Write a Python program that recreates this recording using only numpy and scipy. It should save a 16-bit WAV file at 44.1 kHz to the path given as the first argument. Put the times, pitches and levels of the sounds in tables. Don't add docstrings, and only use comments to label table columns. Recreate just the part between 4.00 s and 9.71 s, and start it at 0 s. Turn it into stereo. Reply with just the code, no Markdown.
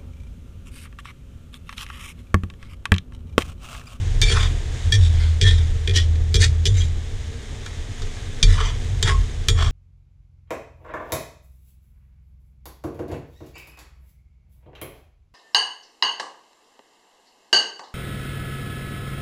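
import sys
import numpy as np
from scipy import signal
from scipy.fft import rfft, irfft, next_fast_len
from scipy.io import wavfile
from scipy.ndimage import uniform_filter1d

SR = 44100
rng = np.random.default_rng(int(sys.argv[2]) if len(sys.argv) > 2 else 0)


def transcribe(signal):
    frames = np.atleast_2d(signal).T
    limited = np.clip(frames, -1, 1)
    pcm = np.round(limited * 32767).astype(np.int16)
    wavfile.write(sys.argv[1], SR, pcm)


N = 251811
TIME = np.arange(N) / SR
TAIL = TIME[:SR // 2]

HOLLOW, BOWL, BLADE, CLANK, EDGE = (250, 600), (600, 1500), (1500, 2800), (2800, 4300), (4300, 15000)
RANGES = (HOLLOW, BOWL, BLADE, CLANK, EDGE)
SETTLE_RATIO, SETTLE_DB = 0.77, -3

# t/s, level/dB, bowl level/dB, blade level/dB, edge level/dB, rebound delay t/s, rebound level/dB,
# thump level/dB
LADLE_BLOWS = [(0.2158, -8.5, -14.5, -12.5, -4.5, .011, -5, -30),
               (.3, -23.5, -4, -0.5, -7, 0.016, -3.5, -26.5),
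               (.922, -13.5, -23, -13, -2.5, .0173, -3.5, -33.5),
               (1.4131, -11.5, -27, -8, -5, .012, -4, -27), (1.4846, -14.5, -34, -17, -10, .012, -18, -50),
               (1.8745, -13, -30, -7.5, -9.5, .0195, -5.5, -26.5),
               (2.1548, -34, -19, -5, -5, .01, -16, -68), (2.3428, -12, -18, -13, -3.5, .012, -2, -24),
               (2.6547, -11, -31, -14, -6, .0095, -1, -29), (3.6617, -28, 2.5, -6, -3, .01, -17, -55),
               (4.019, -35, 7, -16, 2.5, .01, -27, -45), (4.428, -3, -23, -15.5, -5, .0067, -11, -33),
               (5.0271, -8.5, -11.5, -13, -4, .008, -20, -30),
               (5.076, -15.5, -4.5, -17, -7, .007, -5, -26.5),
               (5.4846, -5.5, -15.5, -10.5, -5, .009, -10, -29)]


def knocks(gain_db=-7.0, hollow_db=-20, bowl_lift_db=2, blade_lift_db=2, edge_lift_db=3.5,
           crack_db=-6, crack_t60=0.0045):
    out = np.zeros((2, N))
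    attack = SR // 200
    for s, db, bowl_db, blade_db, edge_db, gap, rebound_db, _ in LADLE_BLOWS:
        crack = colour(rng.standard_normal(len(TAIL)) * fade(crack_t60), CLASH_COLOUR)
        answer = wok(modes_db=-10, clash_t60=.04, room_db=-13, room_t60=.28, wide_db=-5)
        tap = undb(crack_db) * crack + answer
        shares_db = (hollow_db, bowl_db + bowl_lift_db, blade_db + blade_lift_db, 0, edge_db + edge_lift_db)
        clank = 0
        for edges, rel_db in zip(RANGES, shares_db):
            part = band(tap, edges)
            peak = np.sqrt(uniform_filter1d(part.mean(axis=0) ** 2, attack).max())
            clank = clank + part / peak * undb(db + rel_db + gain_db)
        second_delay = gap * (1 + SETTLE_RATIO)
        landings = ((0, 0), (gap, rebound_db), (second_delay, rebound_db + SETTLE_DB))
        for delay, drop_db in landings:
            add(out, undb(drop_db) * clank, s + delay)
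    return ports(out)


# f/Hz, decay t60/s, level/dB
WOK_PARTIALS = [(432, 0.78, 12.5), (439, 0.16, 5), (710, 0.14, -30), (1062, 0.031, 1), (1327, 0.13, -6.5),
                (1620, 0.087, -24), (1701, 0.031, 2), (1836, 0.12, -1.5), (1915, 0.23, -6),
                (2390, 0.079, 5.5), (3336, 0.26, 4), (3290, 0.13, -3.5), (3520, 0.16, 0.5), (3628, 0.12, 4),
                (3775, 0.059, -4.5), (4490, 0.12, -6.5), (4600, 0.1, -19), (4710, 0.061, -3.5),
                (5200, 0.021, -34), (5540, 0.21, -10), (5970, 0.099, -10.5), (6300, 0.11, -8),
                (6880, 0.3, -10), (7530, 0.13, -9.5), (8890, 0.25, -11.5)]
# f/Hz, level/dB
CLASH_COLOUR = [(300, 13.5), (450, 17.5), (600, -21), (900, 0.5), (1300, -0.5), (1800, 0), (2100, 4.5),
                (2750, -4), (3350, 19), (4200, -2), (4700, -0.5), (7500, -6), (10000, -14.5),
                (14000, -67.5)]


def wok(modes_db, clash_t60, room_db, room_t60, wide_db=-8):
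    centre = rng.standard_normal(len(TAIL))
    sides = undb(wide_db) * rng.standard_normal((2, len(TAIL)))
    dense = (centre + sides) * fade(clash_t60)
    room = undb(room_db) * rng.standard_normal((2, len(TAIL))) * fade(room_t60)
    partials = modal(WOK_PARTIALS, scatter_db=3, detune=.004)
    return colour(dense + room, CLASH_COLOUR) + undb(modes_db) * partials


JOLT_HZ, JOLT_T60_S, JOLT_DB = 144, 0.12, -9
# f/Hz, decay t60/s, level/dB
BOWL_MODES = [(148, 0.25, -0.5), (204.7, 0.45, -10.5), (367, 0.18, -5), (398.4, 0.26, 3.5), (397, 0.44, -7),
              (460.7, 0.38, 3.5)]


def thumps(build_s=0.0073):
    out = np.zeros(N)
    build = 1 - np.exp(-TAIL / build_s)
    jolt = undb(JOLT_DB - 60 * TAIL / JOLT_T60_S) * np.sin(2 * np.pi * JOLT_HZ * TAIL) * build
    for s, db, *_, thump_db in LADLE_BLOWS:
        boom = modal(BOWL_MODES, scatter_db=1.5) * build
        boom = boom / boom[:SR // 20].std()
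        add(out, undb(thump_db) * boom + undb(db) * jolt, s)
    return ports(out)


JUDDER_DB = 2.2
# f/Hz, level/dB
SLIP_COLOUR = [(7500, 0.5), (10000, 1), (13000, 3.5)]
# start t/s, rise t/s, fall t/s, level/dB, bowl level/dB, blade level/dB, edge level/dB
BLADE_SCRAPES = [(.23, 0.078, 0.11, -27.5, -10, -4.5, 0.5), (0.336, 0.037, 0.036, -28.5, 4, -0.5, -1.5),
                 (.385, 0.022, 0.095, -27.5, -6.5, -7, -6), (.97, 0.066, 0.089, -35, -28, -11, -2),
                 (1.1, 0.13, 0.12, -39, -8, -1.5, -2), (1.415, 0.061, 0.11, -27, -17, -8, -3),
                 (1.54, 0.048, 0.12, -42, -6, -2, -3.5), (1.93, 0.037, 0.073, -21.5, -26, -8.5, -4),
                 (2.389, 0.045, 0.056, -23.5, -18, -4, 2.5), (2.719, 0.094, 0.068, -38, -15, -1, 5),
                 (4.44, 0.077, 0.12, -34, -8, -1, 1.5), (4.52, 0.11, 0.12, -32, -1, -0.5, -4),
                 (5.04, 0.043, 0.059, -25, -4, 0, -1), (5.549, 0.067, .1, -29.5, 0.5, -3.5, -5.5)]


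def scrapes(gain_db=-0.98, hollow_db=-16, shift_db=1):
    slips = colour(grains(rate=2000, spread_db=2.5), SLIP_COLOUR) * undb(JUDDER_DB * walk(140))
    out = np.zeros((2, N))
    shifts = [walk(70) for _ in RANGES]
    for s, rise, fall, db, bowl_db, blade_db, edge_db in BLADE_SCRAPES:
        place = ports(wok(modes_db=-18, clash_t60=.02, room_db=-12, room_t60=.16))
        span = slice(int(s * SR), int((s + rise + 2 * fall) * SR))
        rub = signal.fftconvolve(slips[None, span], place, axes=1)[:, :len(slips[span])]
        pressure = swell(s, rise, fall)[span]
        shares_db = (hollow_db, bowl_db, blade_db, 0, edge_db)
        for edges, shift, rel_db in zip(RANGES, shifts, shares_db):
            level = undb(db + rel_db + gain_db + shift_db * shift[span])
            out[:, span] += pressure * level * unit(band(rub, edges))
    return out


# start t/s, rise t/s, fall t/s, f/Hz at the end of the rise, glide/octaves per s,
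# unsteadiness as a share of f, level/dB
BLADE_SQUEALS = [(.218, .008, .05, 2332, 0, .003, -21), (.265, .025, .03, 2332, 0, .005, -27),
                 (.25, .04, .05, 4540, 0, .003, -31), (.3, .018, .025, 3300, 0, .01, -24),
                 (.335, .035, .055, 1300, -9, .09, -27), (.921, .004, .045, 1790, 0, .022, -22),
                 (.921, .003, .042, 3320, 0, .011, -18), (.921, .004, .05, 5600, 0, .006, -29),
                 (1.432, .03, .08, 1785, .2, .014, -24), (1.435, .045, .04, 3320, 0, .007, -21),
                 (1.955, .024, .03, 1850, 1, .03, -28), (2.415, .02, .022, 1800, 3, .012, -20),
                 (2.77, .025, .025, 6120, 0, .005, -37), (2.795, .025, .025, 3270, 0, .008, -31),
                 (4.55, .055, .06, 1130, 1.5, .09, -25), (5.066, .014, .025, 1860, 0, .04, -22),
                 (5.086, .022, .075, 1090, -.3, .014, -16)]


def squeals(flutter_db=3):
    out, stumble = 0, walk(700)
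    for s, rise, fall, hz, glide, unsteady, db in BLADE_SQUEALS:
        octaves = glide * np.clip(TIME - s - rise, -rise, 2 * fall)
        pitch = hz * 2 ** octaves * (1 + unsteady * stumble)
        out = out + undb(db) * swell(s, rise, fall) * np.sin(2 * np.pi * np.cumsum(pitch) / SR)
    return ports(np.sqrt(2) * out * undb(flutter_db * walk(220)))


BOUNCE_HZ, SWAY_HZ = 80, 40
PUSH_ATTACK_S, PRESS_S = 0.02, .045
# t/s, hold t/s, dying away/dB per s, bounce level/dB,
# sway level/dB, greatest rise of the bounce pitch f/Hz
COOK_PUSHES = [(-.03, 0.17, 68, -22, -19, 16), (0.197, 0.18, 32, -20.5, -17, 9),
               (0.844, 0.043, 56, -17.5, -16, 0), (0.917, 0.29, 43, -14, -23, 24.5),
               (1.412, 0.077, 32.5, -12.5, -17.5, 15), (1.88, 0.11, 23, -12.5, -23, 11.5),
               (2.34, 0.11, 28, -13.5, -22, 10.5), (2.673, 0.061, 55, -14.5, -19, 22.5),
               (4.43, 0.084, 52, -17.5, -14, 13.5), (4.88, 0.095, 75, -21.5, -23, 16.5),
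               (5.018, 0.14, 73, -22, -16.5, 9), (5.478, 0.21, 58, -19, -17.5, 13)]


def rocking(bounce_db=0, sway_db=-1.5, thud_db=-9, lurch_db=3.5, wobble_db=1.9):
    bounce, sway, bounce_hz = 0, 0, BOUNCE_HZ
    for s, hold, db_per_s, push_db, lean_db, rise_hz in COOK_PUSHES:
        age = np.maximum(TIME - s, 0)
        motion = np.minimum(age / PUSH_ATTACK_S, 1) * undb(-db_per_s * np.maximum(age - hold, 0))
        bounce = np.hypot(bounce, undb(push_db) * motion)
        sway = np.hypot(sway, undb(lean_db) * motion)
        pressure = (age / PRESS_S * np.exp(1 - age / PRESS_S)) ** 2
        bounce_hz = bounce_hz + rise_hz * pressure
    bounce_hz = bounce_hz * (1 + 0.01 * walk(50))
    sway_hz = SWAY_HZ * (1 + 0.1515 * walk(22))
    bounce_level = undb(bounce_db + wobble_db * walk(30)) * bounce
    sway_level = undb(sway_db + lurch_db * walk(25)) * sway
    tones = bounce_level * np.sin(2 * np.pi * np.cumsum(bounce_hz) / SR)
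    tones = tones + sway_level * np.sin(2 * np.pi * np.cumsum(sway_hz) / SR)
    # f/Hz, level/dB
    thud_colour = [(15, -17.5), (28, -4.5), (60, -6.0), (115, 7), (150, -13), (200, -21), (330, -25.0),
                   (600, -53.0), (1500, -74)]
    thud = unit(ports(colour(rng.standard_normal(N), thud_colour)))
    return ports(np.sqrt(2) * tones) + undb(thud_db) * (sway + 0.19 * bounce) * thud


SIZZLE_FLICKER_DB = .6
# t/s, level/dB
SIZZLE_COURSE = [(0.0, -45), (1.04, -45), (2.1, -49), (4.99, -45), (5.4, -46.5)]
# f/Hz, level/dB
OIL_COLOUR = [(350, -13.5), (600, 1), (633, -6), (695, 0), (764, -3.5), (817, -6.5), (1440, -10),
              (1600, -2.5), (1900, 0.5), (2730, -2), (3580, 0.5), (4370, -7.5), (6540, -8), (13100, -47.5),
              (14800, -50)]


def sizzle(gain_db=1, near_db=-3, flare_db=-14, flare_s=0.19):
    near, left, right = (grains(rate=7000, spread_db=3.0) for _ in range(3))
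    spray = undb(near_db) * near + np.array([left, right])
    tilt = [(500, -2), (1200, 6.5), (2000, -3), (6000, -1.5), (9000, 11.0)]  # f/Hz, level/dB
    hiss = ports(colour(colour(spray, OIL_COLOUR), tilt))
    hiss = hiss / band(hiss.mean(axis=0), (2500, 10000)).std()
    flare = 0
    for s, rise, _, db, bowl_db, _, _ in BLADE_SCRAPES:
        flare = flare + undb(db + bowl_db + flare_db) * swell(s, rise, flare_s)
    level = np.hypot(undb(curve(SIZZLE_COURSE) + gain_db), flare)
    return hiss * level * undb(SIZZLE_FLICKER_DB * walk(11))


FLAME_DB = -28.5
# f/Hz, level/dB
FLAME_COLOUR = [(12, -29), (20, 9), (38, -5), (60, -3), (92, -1), (151, -13.5), (169, -27), (240, -30),
                (268, -21.5), (447, -20.5), (624, -27.5), (900, -30), (1170, -58), (1980, -120)]
# f/Hz, decay t60/s, level/dB
HOLLOW_MODES = [(214, 0.28, -7), (243.1, 0.33, -4), (404, 0.15, -2), (454.3, 0.12, 4.5)]


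def flame(flutter_db=2.0, hollow_db=-47):
    roar = colour(rng.standard_normal(N) + 0.11 * rng.standard_normal((2, N)), FLAME_COLOUR)
    drone = ring(rng.standard_normal(N), modal(HOLLOW_MODES, scatter_db=2.5)[None])
    roar_level = undb(FLAME_DB + flutter_db * walk(18))
    return unit(ports(roar)) * roar_level + undb(hollow_db) * unit(ports(drone))


# f/Hz, left minus right level/dB, left phase lead/rad
MIC_PORTS = [(35, -1, -.2), (60, -1, -.6), (85, -3, -1.1), (150, -2, -.9), (250, 6, 1.4), (430, 9, 3),
             (700, 3, 2.4), (1100, 0, 2.45), (1500, -2, .7), (1900, 4, .8), (2100, 9, 0), (2300, 5, -1.4),
             (2800, -1, -1.5), (3100, -3, -.5), (4000, 0, -.1), (5000, 6, 0), (6700, 6, -.6), (7800, 0, .7),
             (9200, -7, 2), (12000, -2, 0)]


def ports(x):
    size = next_fast_len(x.shape[-1] + SR // 10) * 2
    hz, db, lead = np.transpose(MIC_PORTS)
    bins = np.fft.rfftfreq(size, 1 / SR)
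    half = undb(np.interp(bins, hz, db) / 2) * np.exp(.5j * np.interp(bins, hz, lead))
    return irfft(rfft(x, size) * np.array([half, 1 / half]), size)[..., :x.shape[-1]]


def modal(modes, scatter_db, detune=0):
    shifts = 1 + detune * rng.standard_normal(len(modes))
    total = 0
    for (hz, t60, db), shift in zip(modes, shifts):
        level = undb(db + scatter_db * rng.standard_normal())
        total = total + level * fade(t60) * np.sin(2 * np.pi * (hz * shift * TAIL + rng.random()))
    return total


def grains(rate, spread_db):
    size = undb(spread_db * np.minimum(rng.exponential(size=N), 5))
    return (rng.random(N) < rate / SR) * size * rng.choice([-1, 1], N)


def swell(s, rise, fall):
    age = TIME - s - rise
    return np.clip(1 + age / rise, 0, 1) * np.exp(-2 * (np.maximum(age, 0) / fall) ** (3 / 2))


def fade(t60):
    env = 1000. ** (-TAIL / t60)
    return env / np.linalg.norm(env)


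def walk(rate):
    size = max(int(SR / rate), 1)
    steps = np.repeat(rng.standard_normal(N // size + 1), size)
    smooth = uniform_filter1d(steps, size)[:N]
    return smooth / smooth.std()


def curve(table):
    return np.interp(TIME, *np.transpose(table))


def colour(x, points):
    size = next_fast_len(x.shape[-1] + SR // 10) * 2
    hz, db = np.transpose(points)
    bins = np.maximum(np.fft.rfftfreq(size, 1 / SR), 1)
    cepstrum = irfft(np.log(undb(np.interp(np.log(bins), np.log(hz), db))))
    cepstrum[1:size // 2] *= 2
    cepstrum[size // 2 + 1:] = 0
    return irfft(rfft(x, size) * np.exp(rfft(cepstrum)), size)[..., :x.shape[-1]]


def band(x, edges):
    return signal.sosfilt(signal.butter(4, edges, "band", fs=SR, output="sos"), x)


def ring(force, response):
    return signal.fftconvolve(force[None], response, axes=1)[:, :N]


def undb(db):
    return 10 ** (np.asarray(db) / 20)


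def unit(x):
    return x / np.sqrt(np.mean(x.mean(axis=0) ** 2))


def add(out, sound, s):
    start = int(s * SR)
    out[..., start:start + sound.shape[-1]] += sound[..., :N - start]


def scene():
    ladle = knocks() + thumps() + scrapes() + squeals()
    return ladle + rocking() + sizzle() + flame()


TOP_HZ = 15000


def record(dry):
    low_pass = signal.ellip(8, .2, 70, TOP_HZ, fs=SR, output="sos")
    return signal.sosfilt(low_pass, np.clip(dry, -1, 1))


dry = scene()
out = record(dry)
transcribe(out)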